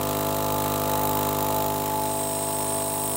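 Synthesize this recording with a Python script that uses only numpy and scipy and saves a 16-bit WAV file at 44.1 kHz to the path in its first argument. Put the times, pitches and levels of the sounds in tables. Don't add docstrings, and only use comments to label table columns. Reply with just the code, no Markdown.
import sys
import numpy as np
from scipy import signal
from scipy.fft import rfft, irfft
from scipy.io import wavfile
from scipy.ndimage import uniform_filter1d

SR = 44100
rng = np.random.default_rng(int(sys.argv[2]) if len(sys.argv) > 2 else 0)


def file_out(sig):
    cols = np.atleast_2d(sig).T
    lim = np.clip(cols, -1, 1)
    pcm = np.round(lim * 32767).astype(np.int16)
    wavfile.write(sys.argv[1], SR, pcm)


def boost_factor(decibels):
    exponent = np.asarray(decibels, float) / 20
    return 10 ** exponent


N = 139356
t = np.arange(N) / SR

SHAFT_HZ, MAINS_HZ = 50.905, 119.9
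PANEL_ORDER = 17

# t/s, pump level/dB, case panel ring/dB, bright part of the puff/dB
PHONE_PATH = [(0, -32, -4.5, -0.5), (.42, -32, -2.5, -1), (.67, -31.5, -2, 0.5), (.78, -32, -4.5, 0.5),
              (.93, -31.5, 1, 0.5), (1.05, -31.5, 0.5, 2.5), (1.261, -31.5, -.6, 1.5),
              (1.34, -32, -1.5, 2.1), (1.43, -32, 3, 2.5), (1.61, -32.5, 1.3, 1.5), (1.82, -33.5, 0.7, 0),
              (1.94, -34.5, 4.5, 0), (2.28, -35.5, -3, -2), (2.5, -35.5, -1, 1), (2.82, -35, -4.5, -4),
              (2.95, -36, 0, 3), (3.16, -35, -7, 3)]
# shaft multiple, level/dB
ORDERS_ABOVE = [(1, -11), (2, -4.5), (3, -4.5), (4, -17), (5, -3), (6, -5), (7, -11), (8, -4), (9, -10),
                (10, -5), (11, -7.5), (12, -13), (13, -1), (14, -8.5), (15, -32), (16, -15), (17, 5),
                (18, -34.5), (19, -24), (20, -12.5), (21, -39), (22, -11), (23, -9), (24, -11.5),
                (25, -17.5), (26, -13.5), (27, -20.5), (28, -20.5)]
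# shaft multiple, level/dB
ORDERS_BESIDE = [(1, -14.5), (2, -6), (3, -5.5), (4, -17), (5, -3.5), (6, -5), (7, -12.5), (8, -3),
                 (9, -12), (10, -8.5), (11, -9), (12, -11), (13, 1), (14, -9.5), (15, -42), (16, -13),
                 (17, 2.5), (18, -29), (19, -15), (20, -12), (21, -36), (22, -13.5), (23, -15.5), (24, -25),
                 (25, -46), (26, -20), (27, -26), (28, -27)]
# shaft multiple added to the magnet hum, level above/dB, level beside/dB
MAGNET_LINES = [(0, -31, -26), (1, -24.5, -22.5), (12, -20.5, -55), (17, -15, -8.5), (18, -12, -23),
                (19, -39, -17.5), (21, -22, -28.5)]
STRIKES = [
    (3, .223, .43, .43),
    (10, .127, .94, .07),
    (15, 0, .03, .73),
    (99, .077, .56, .23),
]
# f/Hz, level/dB per Hz
PUFF_COLOUR = [(1500, -3.5), (3900, -1.5), (4800, -7), (6800, -3.5), (11000, -6.5), (12300, -25),
               (13600, 9), (16000, 6.5)]
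# f/Hz, level/dB per Hz
HISS_COLOUR = [(20, -16), (80, -10.5), (300, -7.5), (900, 0.5), (1600, -12), (4000, -17), (6000, -24),
               (15000, -20)]
# f/Hz, level/dB per Hz
JET_COLOUR = [(1500, -18), (3800, -8), (6000, -15), (7200, -6), (11300, -8.5), (12100, -15), (13600, -1),
              (16000, 1.5)]
# f/Hz, width/Hz, level/dB
INTAKE_PIPE = [(3990, 100, -23), (8230, 1350, -15.5), (10070, 250, -22), (11070, 520, -21)]
# f/Hz, width/Hz, level/dB
REED_RING = [(1760, 210, 5.5), (2720, 1300, 0), (3250, 1230, -1.5), (5540, 4600, 9.5), (1400, 83, -4.5)]
# moment/turn, level/dB
RATTLE_KNOCKS = [
    (0.048, -8.5),
    (.22, -19),
    (.46, -2),
    (.66, 2),
]
# f/Hz, width/Hz, level/dB
RATTLE_RING = [(2310, 240, -1.5), (2800, 300, 7), (3124, 110, 0), (3715, 50, 6), (4150, 140, -3.5)]
# f/Hz, width/Hz, level/dB, faces the phone at t/s, swell/s
WHISTLES = [
    (8330, 295, -33.5, 2.03, 0.081),
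    (9937, 200, -36.5, 2.11, 0.27),
    (5346, 260, -51, 1.83, 0.17),
    (7070, 410, -50.5, 1, 0.081),
]
# f/Hz, width/Hz, level/dB, faces the phone at t/s, swell/s
EDGE_TONE = (15700, 220, -47, 2.25, .15)


def unit(x):
    return x / np.sqrt(np.mean(x ** 2))


def step(x):
    return 1 / (1 + np.exp(-np.clip(x, -40, 40)))


def cosine(turns):
    return np.cos(2 * np.pi * turns)


def walk(rate):
    hold = int(SR / rate)
    held = np.repeat(rng.standard_normal(N // hold + 1), hold)
    return 0.97 * uniform_filter1d(uniform_filter1d(held, hold), hold)[:N]


def ring(x, hz, width):
    return signal.lfilter(*signal.iirpeak(hz, hz / width, fs=SR), x)


def clicks(turns, db):
    at = np.clip(turns / SHAFT_HZ * SR, 0, N - 2)
    out, i = np.zeros(N), at.astype(int)
    np.add.at(out, i, boost_factor(db) * (1 - at + i))
    np.add.at(out, i + 1, boost_factor(db) * (at - i))
    return out


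def air(colour, flicker_db):
    f = np.maximum(np.fft.rfftfreq(N, 1 / SR), 1)
    hz, db = np.array(colour, float).T
    level = np.interp(np.log(f), np.log(hz), db, left=-60, right=-60)
    spectrum = rfft(rng.standard_normal(N)) * boost_factor(level)
    out = 0
    for octave in range(4, 15):
        share = np.clip(1 - abs(np.log2(f) - octave), 0, 1)
        out = out + irfft(spectrum * share, N) * boost_factor(flicker_db * walk(11.4))
    return unit(out)


def pump_hiss():
    return boost_factor(-5.5) * air(HISS_COLOUR, 1.8)


def mist_mask(turn, beside):
    out = air(JET_COLOUR, 1.0) * boost_factor(-37.5 - 4.5 * (1 - beside))
    throb = 1 + 0.076 * cosine(2 * turn - 0.6) + 0.08 * cosine(turn - 0.1)
    for hz, width, db, at, over in [*WHISTLES, EDGE_TONE]:
        noise = rng.standard_normal(N)
        tone = unit(ring(ring(noise, hz, 1.3 * width), hz, 0.9 * width))
        facing = step((t - at) / over)
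        out = out + tone * throb * facing * boost_factor(db + 0.6 * walk(9))
    return out


def magnet_hum(turn, beside):
    out = 0
    for order, above_db, beside_db in MAGNET_LINES:
        db = above_db + (beside_db - above_db) * beside + 0.75 * walk(3.4)
        tone = cosine(round(order) * turn + MAINS_HZ * t + rng.random())
        out = out + np.sqrt(2) * boost_factor(db) * tone
    return out


def panel_buzz(panel_db):
    buzz = ring(rng.standard_normal(N), PANEL_ORDER * SHAFT_HZ, 60)
    return unit(buzz) * boost_factor(panel_db - 14.5)


def shaft_hum(turn, beside, panel_db):
    wander_db, slip_depth, lag_turns = 1.77, 0.05, 0.01
    out = 0
    for (order, above_db), (_, beside_db) in zip(ORDERS_ABOVE, ORDERS_BESIDE):
        order = round(order)
        at, odd, even = next(strike[1:] for strike in STRIKES if order <= strike[0])
        start = (odd if order % 2 else even) - order * lag_turns * beside
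        wander = wander_db * min(order / 12, 1) * walk(7.1)
        if order == PANEL_ORDER:
            db = panel_db + 5 + 0.77 * wander
        else:
            db = above_db + (beside_db - above_db) * beside + 1.5 + wander
        slip = 1 + slip_depth * min(order / 17, 1) * cosine(MAINS_HZ * t - 2 * turn)
        out = out + boost_factor(db) * slip * cosine(order * (turn - at) + start)
    return out


def intake(turn, beside, bright_db):
    opens, shuts, rise, fall = 0.585, 0.79, 0.012, 0.022
    share, count = turn % 1, turn.astype(int)
    late, strength = rng.standard_normal((2, count[-1] + 1))
    opening = step((share - opens - late[count] / 100) / rise)
    gate = opening * step((shuts - share) / fall)
    noise = rng.standard_normal(N)
    pipe = sum(boost_factor(db) * unit(ring(noise, hz, width)) for hz, width, db in INTAKE_PIPE)
    puff = (air(PUFF_COLOUR, 0.52) + 1.5 * pipe) * gate
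    puff = puff * boost_factor(5 - beside + 1.0 * strength[count])
    treble = signal.butter(2, 9500, "high", fs=SR, output="sos")
    puff = puff + (boost_factor(bright_db) - 1) * signal.sosfiltfilt(treble, puff)
    return puff + boost_factor(2 - 2.8 * beside) * pipe


def valve_ticks(turn, beside):
    jitter_s, reed_scatter_db, rattle_scatter_db = 0.00002, -2, 1.8
    turns = int(turn[-1]) + 1
    jitter, strength = rng.standard_normal((2, turns))
    whole = np.arange(turns) + jitter_s * SHAFT_HZ * jitter
    snaps = clicks(whole + 0.92, reed_scatter_db * strength)
    reed = 0
    for hz, width, db in REED_RING:
        reed = reed + boost_factor(db) * unit(ring(ring(snaps, hz, 1.5 * width), hz, 1.5 * width))
    knocks = 0
    for at, db in RATTLE_KNOCKS:
        knocks = knocks + clicks(whole + at, db + rattle_scatter_db * rng.standard_normal(turns))
    rattle = sum(boost_factor(db) * unit(ring(knocks, hz, width)) for hz, width, db in RATTLE_RING)
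    return boost_factor(-13 + 0.5 * beside) * (unit(reed) + boost_factor(-3) * unit(rattle))


def scene():
    turn = SHAFT_HZ * t
    beside = step((t - 1.85) / 0.2)
    path = np.array(PHONE_PATH, float).T
    pump_db, panel_db, bright_db = [np.interp(t, path[0], column) for column in path[1:]]
    pump = pump_hiss() + magnet_hum(turn, beside) + panel_buzz(panel_db)
    pump = pump + shaft_hum(turn, beside, panel_db)
    pump = pump + intake(turn, beside, bright_db) + valve_ticks(turn, beside)
    return (mist_mask(turn, beside) + pump * boost_factor(pump_db))[None]


def low_pass(x):
    return signal.sosfilt(signal.butter(12, 17100, fs=SR, output="sos"), x)


def record(dry):
    rumble_cut = signal.butter(1, 15, "high", fs=SR, output="sos")
    top_cut = signal.ellip(12, 0.3, 75, 15780, fs=SR, output="sos")
    mix = signal.sosfilt(top_cut, signal.sosfilt(rumble_cut, dry))
    return low_pass(mix)


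dry = scene()
out = record(dry)
file_out(out)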